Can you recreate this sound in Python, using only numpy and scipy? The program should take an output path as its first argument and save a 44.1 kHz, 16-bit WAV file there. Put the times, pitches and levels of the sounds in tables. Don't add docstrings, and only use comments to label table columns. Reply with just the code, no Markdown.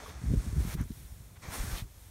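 import sys
import numpy as np
from scipy import signal
from scipy.fft import rfft, irfft, next_fast_len
from scipy.io import wavfile
from scipy.ndimage import uniform_filter1d

SR = 44100
rng = np.random.default_rng(int(sys.argv[2]) if len(sys.argv) > 2 else 0)


def unload_wav(signal):
    wavfile.write(
        sys.argv[1],
        SR,
        np.round(np.clip(np.atleast_2d(signal).T, -1, 1) * 32767).astype(np.int16),
    )


N = 92610
T = np.arange(N) / SR


def from_db(db):
    return 10 ** (np.asarray(db) / 20)


def rms_one(x):
    return x / np.sqrt(np.mean(x ** 2) + 1e-20)


def level(rows):
    times, db = np.transpose(rows)
    outside_s = np.maximum(times[0] - T, 0) + np.maximum(T - times[-1], 0)
    return from_db(np.interp(T, times, db) - 120 * outside_s)


def shaped(x, db_at):
    size = next_fast_len(N + SR // 10, True)
    hz = np.maximum(np.fft.rfftfreq(size, 1 / SR), 1)
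    gain = from_db(np.maximum(db_at(hz), -200))
    return irfft(rfft(x, size) * gain, size)[:N]


def coloured(x, colour):
    points, db = np.transpose(colour)
    return rms_one(shaped(x, lambda hz: np.interp(np.log(hz), np.log(points), db)))


def bumps(x, rows):
    return shaped(x, lambda hz: sum(
        db * np.exp(-(2 * (hz - centre) / width) ** 2) for centre, db, width in rows))


def band(x, hz, spread):
    edges = [hz / spread, min(hz * spread, .45 * SR)]
    return rms_one(signal.sosfilt(signal.butter(2, edges, "band", fs=SR, output="sos"), x))


def flicker(depth_db, rate_hz):
    wander = shaped(rng.standard_normal(N), lambda hz: -20 * np.log10(1 + (hz / rate_hz) ** 2))
    return from_db(depth_db * rms_one(wander))


def grains(per_s, spread_db):
    sizes = from_db(spread_db * np.minimum(rng.exponential(1, N), 4)) * rng.choice([-1, 1], N)
    return rms_one(sizes * (rng.random(N) < per_s / SR))


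def swells(rows, per_s, spread_db, spread):
    out = np.zeros(N)
    for middle_s, db, half_s, hz in rows:
        volume = from_db(db) * np.exp(-.5 * ((T - middle_s) / half_s) ** 2)
        out += volume * band(grains(per_s, spread_db), hz, spread)
    return out


# time in seconds, level in dB.
LONG_PUSH = [(0, -53), (.10, -49), (.14, -54.5), (.40, -55.5), (.58, -54.5), (.68, -49.5), (.742, -48),
             (.765, -79)]
HARD_PUSH = [(1.405, -69), (1.44, -49), (1.485, -47.5), (1.54, -42.5), (1.58, -46.5), (1.68, -52.5),
             (1.735, -43.5), (1.795, -50), (1.845, -68)]
# frequency in Hz, boost or cut in dB.
SNOW_COLOUR = [(200, 8), (450, 2), (1000, 4), (1600, 0.5), (2200, 0.5), (3000, -7), (4200, -8),
               (6500, -4.5), (15000, -50)]
def snow():
    crunch = coloured(grains(per_s=5000, spread_db=2.5), SNOW_COLOUR)
    return crunch * flicker(depth_db=1, rate_hz=36) * (level(LONG_PUSH) + level(HARD_PUSH))


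# time in seconds, level in dB.
LONG_STROKE = [(0, -60.5), (.09, -60), (.14, -63), (.25, -57), (.46, -52.5), (.55, -57), (.63, -51.5),
               (.745, -78), (.76, -78)]
HARD_STROKE = [(1.40, -74), (1.435, -50), (1.49, -72), (1.525, -45.5), (1.56, -46), (1.61, -44.5),
               (1.70, -47), (1.80, -49), (1.845, -71)]
# frequency in Hz, boost or cut in dB.
BRISTLE_COLOUR = [(300, 9), (700, 1), (2000, 4.5), (3200, -3), (4500, -1.5), (6300, 0), (8000, 3.5),
                  (9300, 2.5), (11000, -3), (15500, -11)]
def bristles():
    hiss = coloured(grains(per_s=14000, spread_db=1.5), BRISTLE_COLOUR)
    hiss *= flicker(depth_db=.75, rate_hz=40)
    bent = shaped(hiss, lambda hz: -16 * (hz / 12800) ** 4)
    return hiss * level(LONG_STROKE) + bent * level(HARD_STROKE)


# time in seconds, level in dB.
POWDER_FALL = [(0, -66), (.09, -57), (.15, -69), (.54, -61), (.70, -47), (.745, -46), (.76, -60.5),
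               (.88, -59), (.96, -55.5), (1.10, -58.5), (1.40, -64), (1.49, -55.5), (1.54, -43.5),
               (1.62, -48.5), (1.79, -47), (1.85, -63.5), (2.03, -58.5), (2.1, -59.5)]
# frequency in Hz, boost or cut in dB.
POWDER_COLOUR = [(500, -11), (2000, 2), (4000, -1.5), (6500, -1.5), (9000, 0.5), (11000, 1.5), (13000, 0),
                 (15500, -4.5)]
def powder():
    return coloured(grains(per_s=18000, spread_db=1), POWDER_COLOUR) * level(POWDER_FALL)


# time in seconds, level in dB.
AIR_FLOW = [(0, -53.5), (.21, -45.5), (.26, -33), (.34, -27), (.43, -40), (.53, -37), (.60, -27),
            (.71, -44.5), (.755, -36), (.84, -37), (.88, -50), (1.05, -48), (1.40, -55), (1.49, -55),
            (1.55, -49), (1.61, -47), (1.74, -40.5), (1.79, -49.5), (1.84, -40), (1.92, -59.5),
            (2.1, -49.5)]
# frequency in Hz, boost or cut in dB.
AIR_COLOUR = [(20, -27), (35, -13.5), (50, 6.5), (72, 1), (110, -5), (160, -11), (250, -21.5), (400, -29),
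              (800, -57)]
def rumble():
    noise = coloured(rng.standard_normal(N), AIR_COLOUR)
    power = uniform_filter1d(np.abs(signal.hilbert(noise)) ** 2, int(.089 * SR))
    steady = rms_one(noise / np.sqrt(np.maximum(power, 0) + 1e-6))
    return steady * level(AIR_FLOW) * flicker(depth_db=.7, rate_hz=16)


# frequency in Hz, boost or cut in dB.
OUTDOOR_COLOUR = [(20, -7), (70, 11), (200, -3.5), (400, -3.5), (900, -6), (2000, -17.5), (3200, -19),
                  (8000, -12.5), (15000, -29)]
def outdoors():
    return from_db(-61.5) * coloured(rng.standard_normal(N), OUTDOOR_COLOUR)


# middle in seconds, level in dB, half length in seconds, pitch in Hz.
CLUMPS = [(.002, -49, 0.005, 1020), (.033, -52, 0.014, 600), (.092, -53.5, 0.0076, 1920),
          (.802, -49.5, 0.021, 1200), (1.367, -57, 0.0073, 1470), (1.546, -45.5, 0.014, 1110)]
def clumps():
    return swells(CLUMPS, per_s=4000, spread_db=.5, spread=1.82)


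# middle in seconds, level in dB, half length in seconds, pitch in Hz.
BRUSH_RINGS = [(0.068, -44.5, 0.006, 1085), (0.084, -50, 0.011, 457), (.06, -63.5, 0.063, 3430),
               (0.712, -55, 0.022, 2200), (0.812, -60, 0.019, 6070), (1.455, -52.5, 0.021, 2100),
               (1.55, -47, 0.021, 9440), (1.7, -54, 0.026, 1600)]
def brush_rings():
    return swells(BRUSH_RINGS, per_s=9000, spread_db=1.5, spread=1.1)


# time in seconds, peak of the push in dB, brightness in Hz.
PUFFS = [(0.157, -42.5, 91), (0.217, -39, 220), (.241, -28.5, 203), (0.258, -30, 190), (.306, -21.5, 230),
         (.317, -23, 238), (.338, -17, 260), (0.371, -16.5, 156), (0.427, -37, 214), (0.467, -29.5, 236),
         (0.529, -31, 295), (0.566, -23.5, 210), (.580, -24, 185), (0.606, -26.5, 279), (0.652, -29.5, 214),
         (0.674, -30.5, 186), (0.74, -27.5, 75.6), (0.753, -25.5, 228), (.809, -20, 220), (.857, -40, 304),
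         (.906, -28, 206), (1.03, -44.5, 99), (1.123, -44, 131), (1.206, -38, 170), (1.486, -36.5, 112),
         (1.602, -27.5, 56), (1.639, -29.5, 164), (1.677, -31, 195), (1.728, -29.5, 60),
         (1.822, -28.5, 135), (1.978, -42, 60)]
def puffs():
    swirl_s, swirl_share = .008, .65
    out = np.zeros(N)
    for s, db, bright_hz in PUFFS:
        leak = np.vstack([signal.butter(3, 45, "high", fs=SR, output="sos"),
                          signal.butter(1, .21 * bright_hz, "high", fs=SR, output="sos")])

        def muffled(x):
            dull = shaped(x, lambda hz: -13.5 * (hz / bright_hz) ** 1.26)
            return rms_one(signal.sosfilt(leak, dull))

        push = muffled(1. * (np.arange(N) == int(s * SR)))
        trail = np.exp(-.5 * ((T - s) / swirl_s - .5) ** 2)
        swirls = muffled(trail * rng.standard_normal(N))
        out += from_db(db) * (push + swirl_share * swirls) / np.abs(push).max()
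    return out


# middle in seconds, level in dB, half length in seconds, pitch in Hz.
BITES = [(.735, -53.5, 0.01, 3330), (1.782, -47, 0.024, 3060)]
def bites():
    return swells(BITES, per_s=7100, spread_db=6, spread=1.42)


# start in seconds, level in dB, pitch in Hz.
ICE_TICKS = [(0.766, -53, 9500), (.8138, -41.5, 10900), (.839, -47, 7940), (0.918, -47.5, 3100)]
def ice_ticks():
    fade_s = .00095
    out = np.zeros(N)
    for start, db, hz in ICE_TICKS:
        volume = from_db(db) * (T >= start) * np.exp(-np.abs(T - start) / fade_s)
        out += volume * band(rng.standard_normal(N), hz, spread=1.25)
    return out


# centre in Hz, boost or cut in dB, width in Hz.
BRUSH_BODY = [(974, -0.5, 300), (1600, 1, 100), (2320, 0.5, 280), (3460, 1.5, 410), (3980, 0, 300),
              (4540, 3, 480), (5290, 0.5, 270), (6100, 1, 240)]
def scene():
    brushing = bumps(snow() + bristles() + clumps() + brush_rings() + bites(), BRUSH_BODY)
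    return (brushing + powder() + rumble() + outdoors() + puffs() + ice_ticks())[None]


# centre in Hz, boost or cut in dB, width in Hz.
MICROPHONE = [(2190, -1.5, 850), (2844, -3, 600), (4790, -4, 550), (7660, -2, 1050), (9700, 1, 1400),
              (10350, -4, 1100)]
def record(dry):
    cutoff_hz = 15750
    heard = bumps(dry[0], MICROPHONE)
    return shaped(heard, lambda hz: -np.clip((hz - cutoff_hz) * .3, 0, 90))[None]


dry = scene()
out = record(dry)
unload_wav(out)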